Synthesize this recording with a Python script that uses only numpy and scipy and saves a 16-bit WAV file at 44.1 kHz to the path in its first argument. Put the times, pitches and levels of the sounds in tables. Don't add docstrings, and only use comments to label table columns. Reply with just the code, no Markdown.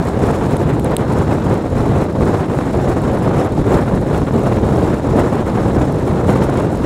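import sys
import numpy as np
from scipy import signal
from scipy.fft import rfft, irfft, next_fast_len
from scipy.io import wavfile
from scipy.ndimage import uniform_filter1d, map_coordinates

SR = 44100
rng = np.random.default_rng(int(sys.argv[2]) if len(sys.argv) > 2 else 0)


def voltage_ratio(level):
    return 10 ** (np.asarray(level, float) / 20)


def transcribe(signal):
    frames = np.atleast_2d(signal).T
    limited = np.clip(frames, -1, 1)
    pcm = np.round(limited * 32767).astype(np.int16)
    wavfile.write(sys.argv[1], SR, pcm)


N = 302085


def unit(x):
    return x / np.sqrt(np.mean(x ** 2) + 1e-20)


def evened(x, span_s):
    power = x ** 2
    for _ in range(2):
        power = uniform_filter1d(power, size=int(span_s * SR))
    return x / np.sqrt(np.abs(power) + 1e-20)


def along(points, hz):
    f, value = np.transpose(points)
    return np.interp(np.log(hz + 1), np.log(f + 1), value)


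def above(hz, edge_hz):
    return 1 / (1 + (edge_hz / (hz + 1)) ** 4)


def peak(hz, centre_hz, width_hz):
    return 1 / (1 + (2 * (hz - centre_hz) / width_hz) ** 2)


def filtered(x, response):
    m = next_fast_len(N + 8192)
    return irfft(rfft(x, m) * response(np.fft.rfftfreq(m, 1 / SR)), m)[..., :N]


def wobble(rate):
    return map_coordinates(rng.standard_normal(2000), [np.arange(N) * rate / SR])


def patchy(depth_db):
    z = signal.stft(rng.standard_normal(N), nperseg=512)[2]
    field = uniform_filter1d(rng.standard_normal(z.shape), size=8, axis=0)
    field = uniform_filter1d(field, size=5, axis=1)
    return unit(signal.istft(z * voltage_ratio(depth_db * unit(field)), nperseg=512)[1][:N])


def swells(rows):
    t = np.arange(0, N, 64) / SR
    s, length, *cols = np.transpose(rows)
    bells = np.exp(-.5 * ((t[:, None] - s) / length) ** 2)
    return [np.interp(np.arange(N) / SR, t, bells @ c) for c in cols]


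# (t/s, half length/s, strength/dB, coarseness/dB)
AIR_PUFFS = [(0.229, 0.015, 1.7, 0.8), (0.289, 0.045, 3.2, -1.4), (0.439, 0.015, 1.1, -1.1),
             (0.519, 0.015, 3.7, -0.2), (1.117, 0.015, 2.1, 0.1), (1.192, 0.015, 1.5, -1.1),
             (1.322, 0.015, 3.5, -0.1), (1.527, 0.015, 2.4, 0.4), (1.796, 0.015, 2.2, -1.1),
             (2.02, 0.015, 2.7, -0.7), (2.295, 0.065, 1.9, -0.4), (2.913, 0.02, 2.3, -1.2),
             (3.268, 0.015, 2.5, 0.3), (3.402, 0.02, 3.5, 0.0), (3.741, 0.03, 5.3, -0.4),
             (4.171, 0.015, 2.0, -1.1), (4.35, 0.015, 1.6, 1.7), (4.475, 0.02, 1.7, 0.0),
             (4.54, 0.015, 1.1, -1.0), (4.809, 0.065, 2.0, 0.5), (5.203, 0.03, 4.9, 0.6),
             (5.582, 0.015, 1.6, 1.0), (5.822, 0.015, 2.3, -1.3), (6.091, 0.015, 2.0, 0.3),
             (6.291, 0.015, 3.2, -0.0), (6.346, 0.065, 3.0, 0.2), (6.43, 0.015, 1.8, -0.9),
             (6.585, 0.02, 2.4, -0.2), (6.839, 0.015, 1.8, -0.7)]
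# (t/s, half length/s, strength/dB, coarseness/dB)
AIR_LULLS = [(0.055, 0.045, -0.5, -1.7), (0.145, 0.02, -3.0, 0.0), (0.579, 0.015, -1.7, -1.1),
             (0.663, 0.015, -2.1, -0.2), (0.793, 0.03, -2.6, 0.4), (0.968, 0.015, -4.6, -0.2),
             (1.063, 0.015, -4.2, 0.0), (1.267, 0.015, -2.2, -1.0), (1.407, 0.015, -3.0, -0.8),
             (1.596, 0.015, -2.2, -1.1), (1.651, 0.045, -3.2, 0.2), (2.115, 0.045, -4.9, 0.4),
             (2.479, 0.015, -5.4, -0.1), (2.654, 0.015, -2.3, -1.2), (3.198, 0.015, -1.9, -1.0),
             (3.517, 0.03, -3.9, -0.3), (3.637, 0.015, -4.1, -0.2), (3.856, 0.02, -2.0, -1.5),
             (4.036, 0.03, -3.0, 0.8), (4.255, 0.03, -3.0, -0.2), (4.31, 0.015, -2.4, -0.5),
             (5.004, 0.02, -4.1, -0.4), (5.438, 0.015, -3.1, -0.4), (5.527, 0.02, -2.0, -0.7),
             (5.976, 0.065, -2.1, 0.1), (6.141, 0.015, -2.3, 0.4), (6.236, 0.02, -2.3, -0.1),
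             (6.675, 0.03, -1.7, 1.2), (6.775, 0.03, -2.9, -0.2)]


def gusted(steady_db, per_strength, per_coarse, flutter_db):
    strength_db, coarse_db = swells(AIR_PUFFS + AIR_LULLS)
    flutter = flutter_db * wobble(22)
    return steady_db + per_strength * strength_db + per_coarse * coarse_db + flutter


def steady_hiss():
    hiss = filtered(rng.standard_normal(N), lambda hz: above(hz, 6000) * (1 - above(hz, 13000)))
    return voltage_ratio(-66) * unit(hiss)


# (t/s, level/dB, rise/s, fall/s)
PORT_RASP = (3.395, -45.5, .018, .03)


def rasp():
    s, level_db, rise_s, fall_s = PORT_RASP
    t = np.arange(N) / SR - s
    noise = filtered(rng.standard_normal(N), lambda hz: peak(hz, 5400, 900))
    envelope = np.exp(-np.abs(t) / np.where(t < 0, rise_s, fall_s))
    return voltage_ratio(level_db) * envelope * unit(noise)


# (f/Hz, width/Hz, level/dB)
SHELL_MODES = [(1970, 400, -8.5), (3530, 1750, 0), (6500, 350, -15), (8450, 600, 1.5), (10600, 950, -.5),
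               (12900, 1400, -9.5)]


def struck_shell(t, knock_db, ring_db, bright_db):
    ring = np.zeros(len(t))
    for hz, width, level_db in SHELL_MODES:
        shade_db = knock_db if hz < 5000 else bright_db if hz > 9500 else ring_db
        ring += voltage_ratio(level_db + shade_db) * np.exp(-np.pi * width * t) * np.sin(2 * np.pi * hz * t)
    return ring


# (t/s, level/dB, low knock/dB, shell ring/dB, brightness/dB)
ICE_PELLETS = [(0.0712, -26, 0, -4, 4), (0.0902, -30, 2, -4, 0), (0.0921, -33, 0, -7, 0),
               (0.4644, -34, 0, -4, 0), (0.5097, -23.5, 0, -4, 0), (0.5676, -21, 2, -3, 0),
               (0.6314, -32, 0, -4, 0), (0.7962, -24, 3, -8, 6), (0.8104, -38, 0, -4, 0),
               (0.845, -17.5, -3, -5, 5), (0.9664, -7.5, 3.5, -1, 0)]
# (t/s, level/dB)
SNOW_GRAINS = [(1.1346, -31), (2.2351, -35), (2.499, -38), (2.732, -37), (2.751, -33), (3.0184, -30),
               (3.4264, -32), (3.4623, -33), (3.5217, -33), (3.5511, -35), (3.7073, -32), (3.9328, -39),
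               (3.9522, -33), (4.0136, -35), (4.1588, -34), (4.1787, -28), (4.3374, -32), (4.3927, -34),
               (4.7419, -36), (5.4668, -35), (5.5651, -36), (5.9257, -33), (5.9442, -31), (6.0639, -34),
               (6.0754, -29), (6.2784, -31), (6.3323, -34), (6.7284, -32), (6.7559, -33), (6.7733, -31)]


def pellets():
    out, t = np.zeros(N + 1024), np.arange(1024) / SR
    faint = [(u * (N - 99) / SR, -39 + 2 * (2 * v - 1)) for u, v in rng.random((25, 2))]
    grains = [(s, db - .3, -12, -5, 3) for s, db in SNOW_GRAINS + faint]
    for s, db, knock_db, ring_db, bright_db in ICE_PELLETS + grains:
        ring = struck_shell(t, knock_db, ring_db, bright_db)
        crumble_ms = np.clip(.7 * voltage_ratio(.2 * db), .05, 2)
        crumble = rng.standard_normal(256) * np.exp(-1000 * t[:256] / crumble_ms)
        blow = .45 * crumble / np.linalg.norm(crumble)
        blow[0] += .9
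        start = round((s + .0006) * SR)
        out[start:start + len(t)] += voltage_ratio(db + 3) * np.convolve(ring, blow)[:len(t)]

    def body(hz):
        hollow = 1 - .85 * peak(hz, 5600, 1300)
        return (1 - above(hz, 13500)) * above(hz, 1500) ** 2 * hollow
    return filtered(out[:N], body)


# (f/Hz, level/dB per Hz)
PORT_AIR = [(1290, -2), (2200, -7.5), (3020, -12), (3900, -4.5), (4880, -9.5), (5350, -10), (5860, -9.5),
            (7210, -8), (8440, -11), (14800, -26.5), (16000, -27)]
# (f/Hz, width/Hz, level/dB)
PORT_MODES = [(3600, 1200, 2.5), (5330, 260, 5.5), (7040, 620, 1.5), (10400, 790, 1.5)]


def port_hiss(lump, jolt, whisper_db):
    def port(hz):
        modes_db = sum(db * peak(hz, centre, width) for centre, width, db in PORT_MODES)
        return voltage_ratio(along(PORT_AIR, hz) + modes_db)
    hiss_db = gusted(-42.5, .75, -.45, .4) + .9 * whisper_db
    top_db = gusted(-48.7, 1.3, -.8, .5) + 1.1 * whisper_db
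    air = patchy(1.06) * voltage_ratio(1.24 * lump + .8 * jolt)
    hiss = filtered(air, lambda hz: port(hz) * (1 - above(hz, 5800)))
    hiss = hiss * voltage_ratio(.21 * wobble(30) + 1.3 * wobble(90))
    speck_db = np.minimum(4 * rng.exponential(size=N), 12)
    snow = rng.standard_normal(N) * voltage_ratio(speck_db) * (rng.random(N) < 300 / SR)
    top = filtered(air + .46 * unit(snow), lambda hz: port(hz) * above(hz, 7200))
    top = top * voltage_ratio(.8 * wobble(38) + 1.7 * wobble(70) + 1.9 * wobble(150))
    return voltage_ratio(hiss_db) * evened(hiss, .037) + voltage_ratio(top_db) * evened(top, .07)


# (f/Hz, level/dB per Hz)
EDDY_PRESSURE = [(8.8, -50), (15, -23), (76, -1), (131, 1.5), (470, -7.5), (851, -16.5), (2660, -42.5),
                 (3500, -48), (4550, -59), (7700, -120)]
# (t/s, half length/s, strength/dB)
BIG_BUFFETS = [(0.369, 0.045, -3.1), (0.659, 0.02, 4.2), (0.728, 0.015, 3.8), (0.963, 0.02, -4.6),
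               (1.222, 0.045, 2.9), (1.462, 0.02, 3.6), (1.606, 0.03, -5.4), (1.746, 0.015, 4.8),
               (1.926, 0.045, 5.0), (2.075, 0.02, -4.6), (2.22, 0.03, 3.7), (2.454, 0.03, -5.0),
               (2.624, 0.065, -1.9), (2.978, 0.015, -4.6), (3.422, 0.03, -4.8), (3.627, 0.03, 4.7),
               (3.996, 0.03, 3.0), (4.205, 0.015, 3.5), (4.26, 0.015, -3.5), (4.57, 0.015, 5.5),
               (4.654, 0.015, 3.6), (4.969, 0.02, -5.3), (5.113, 0.02, 3.9), (5.323, 0.065, -3.1),
               (5.647, 0.015, 4.5), (5.792, 0.03, 3.8), (5.951, 0.065, 1.8), (6.156, 0.015, 4.4),
               (6.281, 0.015, 3.9), (6.485, 0.09, -1.6)]
# (t/s, half length/s, strength/dB)
EDGE_SWIRLS = [(0.19, 0.015, -1.6), (0.304, 0.015, 2.1), (0.354, 0.015, -2.6), (0.489, 0.015, -1.9),
               (0.619, 0.015, 1.6), (0.698, 0.015, 1.6), (0.888, 0.03, 1.4), (1.053, 0.015, 2.1),
               (1.083, 0.015, -2.8), (1.651, 0.015, 2.0), (1.696, 0.015, -3.0), (1.756, 0.015, -3.0),
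               (1.876, 0.015, 1.5), (2.21, 0.045, 1.4), (2.375, 0.03, -2.0), (2.569, 0.015, -1.6),
               (2.724, 0.015, -2.5), (2.764, 0.015, 2.3), (2.809, 0.015, -2.4), (2.953, 0.015, 2.0),
               (3.682, 0.015, 2.5), (4.011, 0.015, -1.7), (4.659, 0.015, 1.6), (5.158, 0.015, 1.9),
               (5.353, 0.015, 1.7), (5.767, 0.015, 2.6), (5.867, 0.015, -1.6), (5.922, 0.02, 1.4),
               (6.46, 0.015, -1.6), (6.505, 0.015, 1.7)]


def eddies(lump, jolt, curl_db):
    swirl_db = swells(EDGE_SWIRLS)[0]
    big_db = gusted(-19, .8, .1, 1.0) + 1.05 * swells(BIG_BUFFETS)[0]
    middle_db = gusted(-18.4, .95, 1.9, .7) + 1.1 * swirl_db
    small_db = gusted(-27.6, 1.25, -.35, .6) + .3 * swirl_db + curl_db
    pops = unit(-voltage_ratio(3 * rng.exponential(size=N)) * (rng.random(N) < 250 / SR))
    swarm = patchy(1.1) + .38 * (pops - pops.mean())

    def sized(share):
        return filtered(swarm, lambda hz: voltage_ratio(along(EDDY_PRESSURE, hz)) * share(hz))
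    big = sized(lambda hz: 1 - above(hz, 183))
    middle = sized(lambda hz: above(hz, 227) * (1 - above(hz, 706)))
    small = sized(lambda hz: above(hz, 855))
    big = voltage_ratio(big_db) * evened(big * voltage_ratio(.78 * lump), .064)
    middle = voltage_ratio(middle_db) * evened(middle * voltage_ratio(1.8 * lump + 1.6 * jolt), .046)
    small = voltage_ratio(small_db) * evened(small * voltage_ratio(2.5 * lump + 1.7 * jolt), .038)
    return big + middle + small


# (t/s, half length/s, small eddies/dB, hiss/dB)
BRIEF_SHIFTS = [(0.205, 0.012, -3.5, -0.9), (0.494, 0.012, -3.1, -1.1), (0.823, 0.012, -3.0, -0.7),
                (0.943, 0.018, 2.8, 0.2), (1.736, 0.03, -2.1, -1.4), (1.951, 0.012, 3.2, 0.4),
                (2.185, 0.012, -2.7, -1.4), (2.38, 0.07, 1.4, -0.6), (2.564, 0.012, -3.3, -0.4),
                (2.604, 0.018, 2.1, 1.2), (2.719, 0.012, -3.2, -1.7), (3.023, 0.018, -2.7, -0.6),
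                (3.312, 0.012, 1.9, -2.9), (3.482, 0.012, 3.6, -1.7), (3.597, 0.07, -1.5, -0.0),
                (3.786, 0.012, 4.1, -0.0), (3.921, 0.012, -1.7, -3.0), (4.28, 0.018, 2.3, 0.3),
                (4.62, 0.018, -2.0, -2.1), (4.824, 0.018, -2.4, -0.1), (5.143, 0.012, -5.3, -1.3),
                (5.368, 0.045, 1.8, -0.1), (5.732, 0.012, -3.5, -0.1), (5.882, 0.012, -3.4, -0.3),
                (5.956, 0.012, -3.0, 0.3), (6.056, 0.018, -3.5, -0.3), (6.221, 0.012, 3.4, -1.0),
                (6.266, 0.012, -2.6, -1.6), (6.76, 0.018, -1.4, 1.9), (6.815, 0.018, -3.0, -1.6)]


def wind():
    lump, jolt = wobble(40), wobble(160)
    curl_db, whisper_db = swells(BRIEF_SHIFTS)
    return port_hiss(lump, jolt, whisper_db) + eddies(lump, jolt, curl_db)


def scene():
    return (steady_hiss() + rasp() + pellets() + wind())[None]


def top_cut(x):
    return signal.sosfilt(signal.butter(12, 16270, fs=SR, output="sos"), x)


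def record(dry):
    held = dry / (1 + np.abs(dry / 1.06) ** 14) ** (1 / 14)
    mix = filtered(held, lambda hz: hz < 15760)
    return top_cut(mix)


dry = scene()
out = record(dry)
transcribe(out)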